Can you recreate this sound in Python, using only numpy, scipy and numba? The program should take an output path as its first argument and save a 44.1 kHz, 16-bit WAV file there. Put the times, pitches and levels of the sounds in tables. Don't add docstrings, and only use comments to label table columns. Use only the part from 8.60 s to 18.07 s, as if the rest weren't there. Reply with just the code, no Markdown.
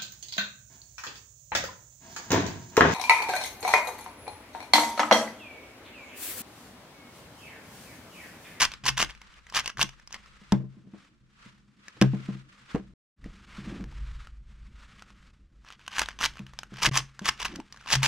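import sys
import numpy as np
from scipy import signal
from scipy.fft import rfft, irfft
from scipy.io import wavfile
from scipy.ndimage import uniform_filter1d
from numba import njit

SR = 44100
rng = np.random.default_rng(int(sys.argv[2]) if len(sys.argv) > 2 else 0)


def invert_db(level):
    return 10 ** (np.asarray(level, dtype=float) / 20)


def inscribe(sig):
    pcm = np.round(np.clip(np.atleast_2d(sig).T, -1, 1) * 32767)
    wavfile.write(sys.argv[1], SR, pcm.astype(np.int16))


N = 417627
T = np.arange(N) / SR

# (frequency [Hz], relative density [dB per Hz])
CUBE_SPECTRUM = [(180, -34.5), (300, -17), (519, -14.5), (1060, 2.5), (1410, -4.5), (1560, 1.5), (2030, -1),
                 (2930, 1.5), (3890, -5.5), (6100, -3.5), (7200, -11.5), (13300, -26), (16000, -40.5)]
# (time [s], upper modes [dB], lowest mode [dB], share of free ring time, woody knock [dB])
THUMPS = [(0.233, -55, -36, 0.55, -54), (0.288, -41.5, -35, 0.99, -53.5), (0.424, -36, -42.5, 0.47, -43.5),
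          (1.175, -50, -38.5, 0.54, -54), (1.234, -34.5, -40, 0.59, -51.5), (1.816, -49, -72, 0.92, -89),
          (1.923, -13.5, -24, 0.95, -24.5), (2.0, -32.5, -44, 1, -50.5), (2.04, -36, -52, 1, -64),
          (2.17, -47.5, -64.5, 0.97, -74), (2.272, -44.5, -72.5, 0.67, -71.5),
          (2.335, -40, -65.5, 0.61, -48.5), (2.861, -40.5, -48, 0.35, -73), (3.367, -47, -46, 0.24, -54.5),
          (3.415, -10, -15.5, 1, -19.5), (3.534, -21, -41, 0.91, -40), (3.6, -38, -60, 1, -60),
          (3.687, -25, -32, 0.88, -45), (3.75, -40, -58, 1, -64), (4.146, -13.5, -26.5, 0.21, -26.5),
          (4.196, -36, -49, 0.9, -64.5), (4.659, -31.5, -43, 0.32, -53), (4.983, -35, -41, 0.73, -58),
          (5.075, -29, -52, 0.47, -59), (7.797, -34.5, -41.5, 1, -62), (8.12, -40, -41, 0.95, -53),
          (8.269, -38, -22.5, 0.95, -36), (8.389, -51, -28, 0.49, -51.5),
          (8.615, -31.5, -47.5, 0.97, -47.5), (9.325, -41, -29, 0.85, -48),
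          (9.359, -49, -21.5, 0.79, -48.5)]
# (frequency [Hz], relative level [dB], t60 [s])
DESK_MODES = [(132.3, 1, 0.42), (197.7, 4.5, 0.14), (256.9, -17, 0.13), (327.6, -15.5, 0.25),
              (434, -18.5, 0.14), (550, -28, 0.018), (600, -21.5, 0.14), (716, -25.5, .12),
              (900, -31, 0.027), (1040, -25, 0.12)]
# (time [s], desk hum [dB], sway of the camera [dB])
LEAN = [(0, -70, -64), (1.8, -66, -61), (2.1, -56.5, -69), (2.341, -58.5, -84), (2.46, -66.5, -72),
        (2.87, -65, -65), (3.3, -63.5, -76), (3.76, -50.5, -66), (4.0, -65, -68), (4.3, -55, -59.5),
        (4.66, -53.5, -44), (4.85, -57, -55.5), (5.06, -46, -48), (5.21, -39.5, -44), (5.3, -53, -38.5),
        (5.5, -66, -34.5), (5.691, -66, -48.5), (6.04, -63, -44.5), (6.5, -61, -60), (6.68, -64, -53),
        (7.28, -66, -61), (7.8, -59, -52.5), (8.56, -73, -70), (8.94, -54.5, -52.5), (9.11, -67.5, -61),
        (9.47, -68.5, -65)]
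SHAKE_RISE_DB_PER_S = 252.5


def colour(x, points):
    hz, db = np.transpose(points)
    grid_hz = np.linspace(1, SR / 2, 513)
    log_gain = np.interp(np.log(grid_hz), np.log(hz), db) * np.log(10) / 20
    cepstrum = irfft(np.maximum(log_gain, -9))
    cepstrum[1:512] *= 2
    cepstrum[513:] = 0
    taps = irfft(np.exp(rfft(cepstrum)))
    return signal.fftconvolve(x, taps / np.sqrt(np.sum(taps ** 2)))[:N]


def ring(x, hz, t60):
    pole = np.exp((2j * np.pi * hz - np.log(1000) / t60) / SR)
    return signal.lfilter([1], [1, -pole], x).imag


def unit(x):
    return x / np.sqrt(np.mean(x ** 2))


def walk(rate_hz):
    k = int(SR / rate_hz)
    steps = np.repeat(rng.standard_normal(N // k + 1), k)
    return unit(uniform_filter1d(steps, k)[:N])


def highpass(x, hz):
    return signal.sosfilt(signal.butter(2, hz, "high", fs=SR, output="sos"), x)


def swells(start_s, end_s, db, rise_db_per_s, fall_db_per_s):
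    grid_s = np.arange(0, N / SR + .001, .001)
    start_s, end_s, db = (np.asarray(v)[:, None] for v in (start_s, end_s, db))
    rise_db = rise_db_per_s * np.maximum(start_s - grid_s, 0)
    fall_db = fall_db_per_s * np.maximum(grid_s - end_s, 0)
    gains = invert_db(db - rise_db - fall_db)
    return np.interp(T, grid_s, np.sqrt(np.sum(gains ** 2, axis=0)))


def room(x, t60, db):
    age = np.arange(int(.4 * SR)) / SR
    tail = rng.standard_normal(len(age)) * invert_db(-60 * age / t60) * np.minimum(age / 0.009, 1)
    tail = signal.lfilter([1], [1, -.4], tail)
    return invert_db(db) * signal.fftconvolve(x, tail / np.sqrt(np.sum(tail ** 2)))[:N]


@njit
def grains(start, hz, size, cycles, crack, noise, fade):
    rings, cracks = np.zeros(len(noise)), np.zeros(len(noise))
    for k in range(len(start)):
        w = 2 * np.pi * hz[k] / SR
        for i in range(min(400, len(noise) - start[k])):
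            rings[start[k] + i] += size[k] * np.exp(-i * hz[k] / SR / cycles[k]) * np.sin(w * i)
            cracks[start[k] + i] += crack[k] * np.exp(-i / fade) * noise[start[k] + i]
    return rings, cracks


def play(time_s, hz, size, cycles, crack, fade_s):
    start = np.clip(time_s * SR, 0, N - 1).astype(np.int64)
    return grains(start, hz, size, cycles, crack, rng.standard_normal(N), fade_s * SR)


def snaps():
    # (time [s], relative level [dB], ring [Hz])
    clicks = [(0.0091, -28.5, 1130), (0.0269, -10, 3200), (0.0504, -11, 5080), (0.118, -23, 2480),
              (0.1377, -24.5, 2500), (0.255, -24, 1010), (0.266, -15.5, 3000), (0.281, -10.5, 3260),
              (0.2894, -8, 2980), (0.3715, -23, 3250), (0.4022, -11, 1190), (0.4157, -9.5, 2730),
              (0.4267, -7.5, 2920), (0.4465, -20, 3420), (0.5016, -29.5, 2670), (0.5077, -30.5, 3500),
              (0.5501, -35.5, 2390), (0.576, -41, 2410), (0.6165, -30, 2230), (0.741, -38.5, 3000),
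              (0.79, -43.5, 2500), (0.8677, -36, 1950), (0.8996, -30, 5430), (0.9242, -30, 1040),
              (0.9484, -13.5, 3230), (0.9687, -9, 4760), (0.9961, -14, 3200), (1.0387, -32.5, 1430),
              (1.0442, -27, 2527), (1.0594, -16, 2640), (1.077, -13, 2850), (1.0999, -26.5, 1330),
              (1.1719, -25.5, 1660), (1.1938, -16, 1120), (1.214, -6, 3250), (1.2187, -11, 2800),
              (1.2281, -7, 5700), (1.2917, -27.5, 2920), (1.398, -39, 1760), (1.4748, -31.5, 5240),
              (1.5081, -37, 1110), (1.5266, -26.5, 6100), (1.5431, -22, 2020), (1.5485, -35, 2560),
              (1.5614, -34.5, 1090), (1.66, -40, 1240), (1.9215, -14.5, 900), (3.2824, -28.5, 1720),
              (3.414, -9.5, 2560), (3.4222, -9.5, 1620), (4.149, -32, 1420), (4.1577, -34.5, 900),
              (4.1972, -46.5, 1640), (4.6424, -34, 1910), (5.2091, -38, 2130), (5.2408, -32.5, 1700),
              (5.3247, -41.5, 900), (5.6715, -33, 1360), (6.395, -36.5, 2800), (6.4225, -29, 1350),
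              (6.5034, -39.5, 1200), (7.0479, -39, 1248), (7.087, -32.5, 2520), (7.1037, -31.5, 1350),
              (7.1242, -31, 3170), (7.1942, -41, 1500), (7.2135, -43.5, 2520), (7.2647, -33, 3160),
              (7.2787, -18, 2780), (7.309, -39.5, 2470), (7.3285, -29, 2370), (7.3829, -11.5, 1620),
              (7.3939, -5.5, 6300), (7.4175, -10, 1450), (7.4592, -24, 3680), (7.4869, -18, 1550),
              (7.5894, -25.5, 2440), (7.6111, -16, 1340), (7.6299, -14.5, 1800), (7.6397, -11, 3260),
              (7.6525, -9, 5001), (7.6595, -11, 3370), (7.7368, -38.5, 3100), (7.7561, -36, 1100),
              (7.7702, -30, 1500), (7.7925, -26.5, 2540), (7.8038, -43, 1000), (7.8663, -32, 2950),
              (7.9354, -33.5, 1140), (7.9894, -18.5, 5130), (8.0327, -24, 1460), (8.1072, -46, 1380),
              (8.1402, -32, 1549), (8.17, -30.5, 5800), (8.187, -28.5, 2200), (8.2311, -8, 5740),
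              (8.2513, -9.5, 1660), (8.2646, -5.5, 4440), (8.2887, -20.5, 1640), (8.3626, -15, 1000),
              (8.3723, -10.5, 6100), (8.3755, -7, 6140), (8.385, -12.5, 3070), (8.5926, -23.5, 1596),
              (8.6203, -34.5, 3190), (8.656, -15.5, 2500), (8.689, -11.5, 1170), (8.7769, -35.5, 2830),
              (8.8037, -23.5, 2630), (8.8283, -18.5, 3600), (8.8526, -12.5, 2680), (8.8578, -22, 1206),
              (8.9547, -31.5, 1520), (8.9592, -23.5, 5300), (9.0005, -28.5, 900), (9.1251, -27.5, 5440),
              (9.1443, -38, 1140), (9.1622, -37.5, 1587), (9.173, -36, 1670), (9.211, -38, 1430),
              (9.2255, -40.5, 1350), (9.2605, -30, 1080), (9.2858, -30, 4800), (9.3031, -18.5, 3100),
              (9.314, -15.5, 3080), (9.3317, -7, 2770), (9.3369, -6, 2840), (9.3531, -6.5, 5650),
              (9.4306, -10.5, 3240), (9.4499, -11, 1620), (9.458, -8.5, 3030)]
    time_s, db, hz = np.transpose(clicks)
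    cycles = 2.2 * invert_db(2.0 * rng.standard_normal(len(time_s)))
    rings, cracks = play(time_s, hz, invert_db(db), cycles, invert_db(1.17 * db), 0.002)
    treble_db = 1.9 * db - 24 + 4.2 * np.log2(hz / 2000)
    _, ticks = play(time_s, hz, 0 * db, cycles, invert_db(treble_db), 0.002)
    ticks = highpass(uniform_filter1d(ticks, size=3), 7500)
    return invert_db(-2.5) * rings + invert_db(-5.0) * colour(cracks, CUBE_SPECTRUM) + ticks


def turn_times():
    # (start [s], run-up [s], time at full speed [s], rattle level [dB])
    turns = [(-.01, 0.024, 0.033, -21.5), (0.106, .015, 0.018, -40), (0.237, 0.027, .028, -24.5),
             (0.365, 0.025, 0.037, -21.5), (0.478, .02, .01, -44), (0.927, 0.037, 0.031, -26),
             (1.036, 0.023, .045, -46.5), (1.181, .025, 0.02, -23.5), (1.5, .03, .025, -45),
             (7.036, 0.026, 0.083, -54.5), (7.19, .01, 0.21, -62), (7.311, 0.074, 0.042, -29.5),
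             (7.472, .015, 0.03, -46.5), (7.591, .04, 0.025, -24), (7.74, 0.018, 0.028, -55),
             (8.132, 0.057, 0.017, -41), (8.212, 0.015, 0.034, -18.5), (8.314, .045, .031, -24),
             (8.632, 0.027, 0.033, -26), (8.786, 0.013, 0.028, -34.5), (8.84, .01, .015, -32),
             (8.87, .01, .085, -53), (9.19, 0.009, .06, -59.5), (9.272, 0.056, 0.025, -21.5),
             (9.421, 0.013, .031, -21)]
    start_s, run_up_s, held_s, db = np.transpose(turns)
    full_s = start_s + run_up_s
    return start_s, full_s, full_s + held_s, db


def rattle():
    knocks_per_s, scatter_db, ramp_db = 750, 6.0, 18
    stop_s = ramp_db / 898
    brisk_db, dull_db_per_db = -29, 0.64

    drive = np.zeros(N)
    for start, full, lock, db in zip(*turn_times()):
        points_s = [start - .01, start, full, lock, lock + stop_s, lock + stop_s + 0.008]
        drive += invert_db(np.interp(T, points_s, [-150, db - ramp_db, db, db, db - ramp_db, -150]))

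    chance = rng.random((int(knocks_per_s * N / SR), 4)).T
    size = invert_db(np.minimum(-scatter_db * np.log(1 - chance[1]), 11))
    hz = 900 * 7.5 ** chance[2]
    rings, cracks = play(chance[0] * N / SR, hz, size, 2.1 + 3.5 * chance[3], size, 0.0011)
    knocks = invert_db(-9.5) * unit(rings) + invert_db(-2.5) * unit(colour(cracks, CUBE_SPECTRUM))
    scrape = invert_db(-13 + 6.6 * walk(150)) * colour(rng.standard_normal(N), CUBE_SPECTRUM)
    grit = knocks + scrape

    treble_gain = invert_db(dull_db_per_db * np.minimum(20 * np.log10(drive) - brisk_db, 0))
    grit += (treble_gain - 1) * highpass(grit, 2900)
    return drive * invert_db(1.8 * walk(170)) * grit


def blows():
    # (frequency [Hz], relative density [dB per Hz])
    wood = [(180, -25.5), (300, -2), (655, -16), (2070, -30), (3220, -39.5), (4000, -48), (5200, -73.5),
            (8800, -120)]
    low_bloom_s = 0.022
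    hz, mode_db, t60 = np.transpose(DESK_MODES)[:, :, None]
    age = np.arange(int(.6 * SR)) / SR
    struck, knocks = np.zeros((2, N + len(age)))
    for time_s, upper_db, low_db, share, knock_db in THUMPS:
        at = slice(int(time_s * SR), int(time_s * SR) + len(age))
        chance = rng.standard_normal((2, len(DESK_MODES), 1))
        db = upper_db + mode_db + 0.82 * chance[0]
        db[0] = low_db + 6.0
        decay = invert_db(db - 60 * age / (share * t60))
        swing = decay * np.sin(2 * np.pi * hz * age) * np.sign(chance[1])
        swing[0] *= 1 - np.exp(-age / low_bloom_s)
        struck[at] += swing.sum(axis=0) * np.minimum(age / 0.002, 1)
        knocks[at] += invert_db(knock_db + 3.5 - 60 * age / 0.12) * np.minimum(age / 0.0022, 1)
    return struck[:N] + colour(knocks[:N] * rng.standard_normal(N), wood)


def arm_hum():
    jolts = rng.standard_normal(N) * invert_db(2.5 * walk(40))
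    modes = sum(invert_db(1.2 * db) * unit(ring(jolts, hz, .5 * t60)) for hz, db, t60 in DESK_MODES[:5])
    rubbed = unit(highpass(modes, 67))
    time_s, hum_db, _ = np.transpose(LEAN)
    _, full_s, lock_s, rattle_db = turn_times()
    wrists = swells(full_s, lock_s, rattle_db - 27.5, SHAKE_RISE_DB_PER_S, 202.5)
    return rubbed * (invert_db(np.interp(T, time_s, hum_db)) + wrists)


def slides():
    # (start [s], length [s], level [dB])
    drags = [(5.065, 0.14, -44), (8.91, 0.083, -44.5), (2.2, 0.34, -71.5)]
    # (frequency [Hz], relative density [dB per Hz])
    drag_spectrum = [(120, -25), (170, -2), (330, -1), (420, -17), (800, -22), (2000, -41.5), (8000, -80)]
    edge_db_per_s, arm_rub_db = 400, -10
    start_s, length_s, db = np.transpose(drags)
    lean_s, hum_db, _ = np.transpose(LEAN)
    gain = swells(start_s, start_s + length_s, db, edge_db_per_s, edge_db_per_s)
    gain += invert_db(np.interp(T, lean_s, hum_db) + arm_rub_db)
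    return gain * unit(colour(rng.standard_normal(N) * invert_db(2.8 * walk(80)), drag_spectrum))


def rustle():
    # (start [s], length [s], level [dB])
    strokes = [(0.143, .02, -54.5), (0.504, 0.017, -56.5), (0.629, .16, -58.5), (.9, .03, -58),
               (1.285, 0.12, -62.5), (1.538, 0.39, -60), (2.128, 0.056, -73), (2.371, 0.071, -62.5),
               (2.802, 0.086, -57.5), (3.257, 0.19, -57.5), (3.46, 0.29, -55.5), (3.928, .1, -61),
               (4.094, 0.034, -52), (4.621, 0.22, -59), (4.911, 0.26, -51), (5.334, .3, -57),
               (5.912, 0.017, -66), (6.023, .02, -64), (6.188, 0.21, -58), (6.494, 0.17, -62.5),
               (7.08, 0.037, -68.5), (7.215, 0.42, -63.5), (7.703, .1, -61), (7.858, 0.15, -63.5),
               (8.144, 0.3, -56.5), (8.605, .4, -58.5), (9.125, .15, -59.5), (9.38, .1, -48)]
    # (frequency [Hz], relative density [dB per Hz])
    skin = [(210, -34.5), (350, -10), (575, -8.5), (685, -12.5), (1240, 2.5), (2800, -3.5), (3500, -6),
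            (8040, -19), (13200, -39.5), (16000, -58.5)]
    rise_db_per_s, fall_db_per_s, still_db = 200.5, 150.5, -78
    start_s, length_s, db = np.transpose(strokes)
    gain = invert_db(still_db) + swells(start_s, start_s + length_s, db, rise_db_per_s, fall_db_per_s)
    treble_db = 1.7 - 0.16 * (20 * np.log10(gain) + 60)
    hiss = colour(rng.standard_normal(N) * invert_db(2.3 * walk(90)), skin)
    hiss += (invert_db(treble_db) - 1) * highpass(hiss, 4000)
    return hiss * gain * invert_db(.6 * walk(25))


def sway():
    # (frequency [Hz], 1/t60 of each of two cascaded resonators [1/s], relative level [dB])
    rocking = [(33, 10, -6), (51.5, 5, 0.5), (75, 9, -9)]
    low_mode_db = -14
    turn_db, blow_db = -23.5, -15
    time_s, _, db = np.transpose(LEAN)
    _, _, lock_s, rattle_db = turn_times()
    blow_s, _, low_db = np.transpose(THUMPS)[:3]
    push = invert_db(np.interp(T, time_s, db))
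    push += swells(lock_s, lock_s, rattle_db + turn_db, SHAKE_RISE_DB_PER_S, 169)
    push += swells(blow_s, blow_s, low_db + blow_db, 3000, 299.5)

    shake = np.zeros(N)
    for hz, width, level_db in rocking:
        once = ring(rng.standard_normal(N), hz, 1.0 / width)
        shake += invert_db(level_db) * unit(ring(once, hz, 1.0 / width))
    low_mode = unit(ring(rng.standard_normal(N), DESK_MODES[0][0], .15))
    return (unit(shake) + invert_db(low_mode_db) * low_mode) * push * invert_db(walk(20))


def scene():
    # (time [s], cube [dB], rustle [dB], desk [dB])
    width = [(0, -5, -5.5, -9.5), (4.4, -3, -1, -17.5), (4.501, -30, -46, -58.5), (6.95, -29, -40.5, -56),
             (7.299, -15.5, -23.5, -23.5), (9.47, -5, -19.5, -27)]
    cube = snaps() + rattle()
    boom = blows() + arm_hum() + slides() + sway()
    mid = cube + room(cube, 0.19, -18.0) + boom + rustle()
    time_s, *columns = np.transpose(width)
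    cube_width, rustle_width, desk_width = (invert_db(np.interp(T, time_s, db)) for db in columns)

    across = np.gradient(cube) * (0.99 + .6 * walk(220))
    across += highpass(cube, 5500) * (1 + .6 * walk(350)) * invert_db(-2.0)
    spread = highpass(room(cube, .012, 1.5), 4500) + room(cube, 0.2, -18.5)

    side = (spread - across) * cube_width + rustle() * rustle_width
    side += (room(boom, 0.092, 0) + invert_db(6.5) * sway()) * desk_width
    return np.array([mid + side, mid - side])


def band_limit(x):
    return signal.sosfilt(signal.butter(12, 16450, fs=SR, output="sos"), x)


def record(dry):
    # (from [s], to [s], fade back in [s], depth [dB])
    gaps = [(4.338, 4.562, 0.089, -100), (8.296, 8.312, 0.0011, -27.5)]
    gain = np.ones(N)
    for start, end, fade, db in gaps:
        gain *= np.interp(T, [start - .001, start, end, end + fade], [1, invert_db(db), invert_db(db), 1])
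    mix = np.tanh(1.216 * dry) / 1.414 * gain
    return band_limit(mix)


dry = scene()
out = record(dry)
inscribe(out)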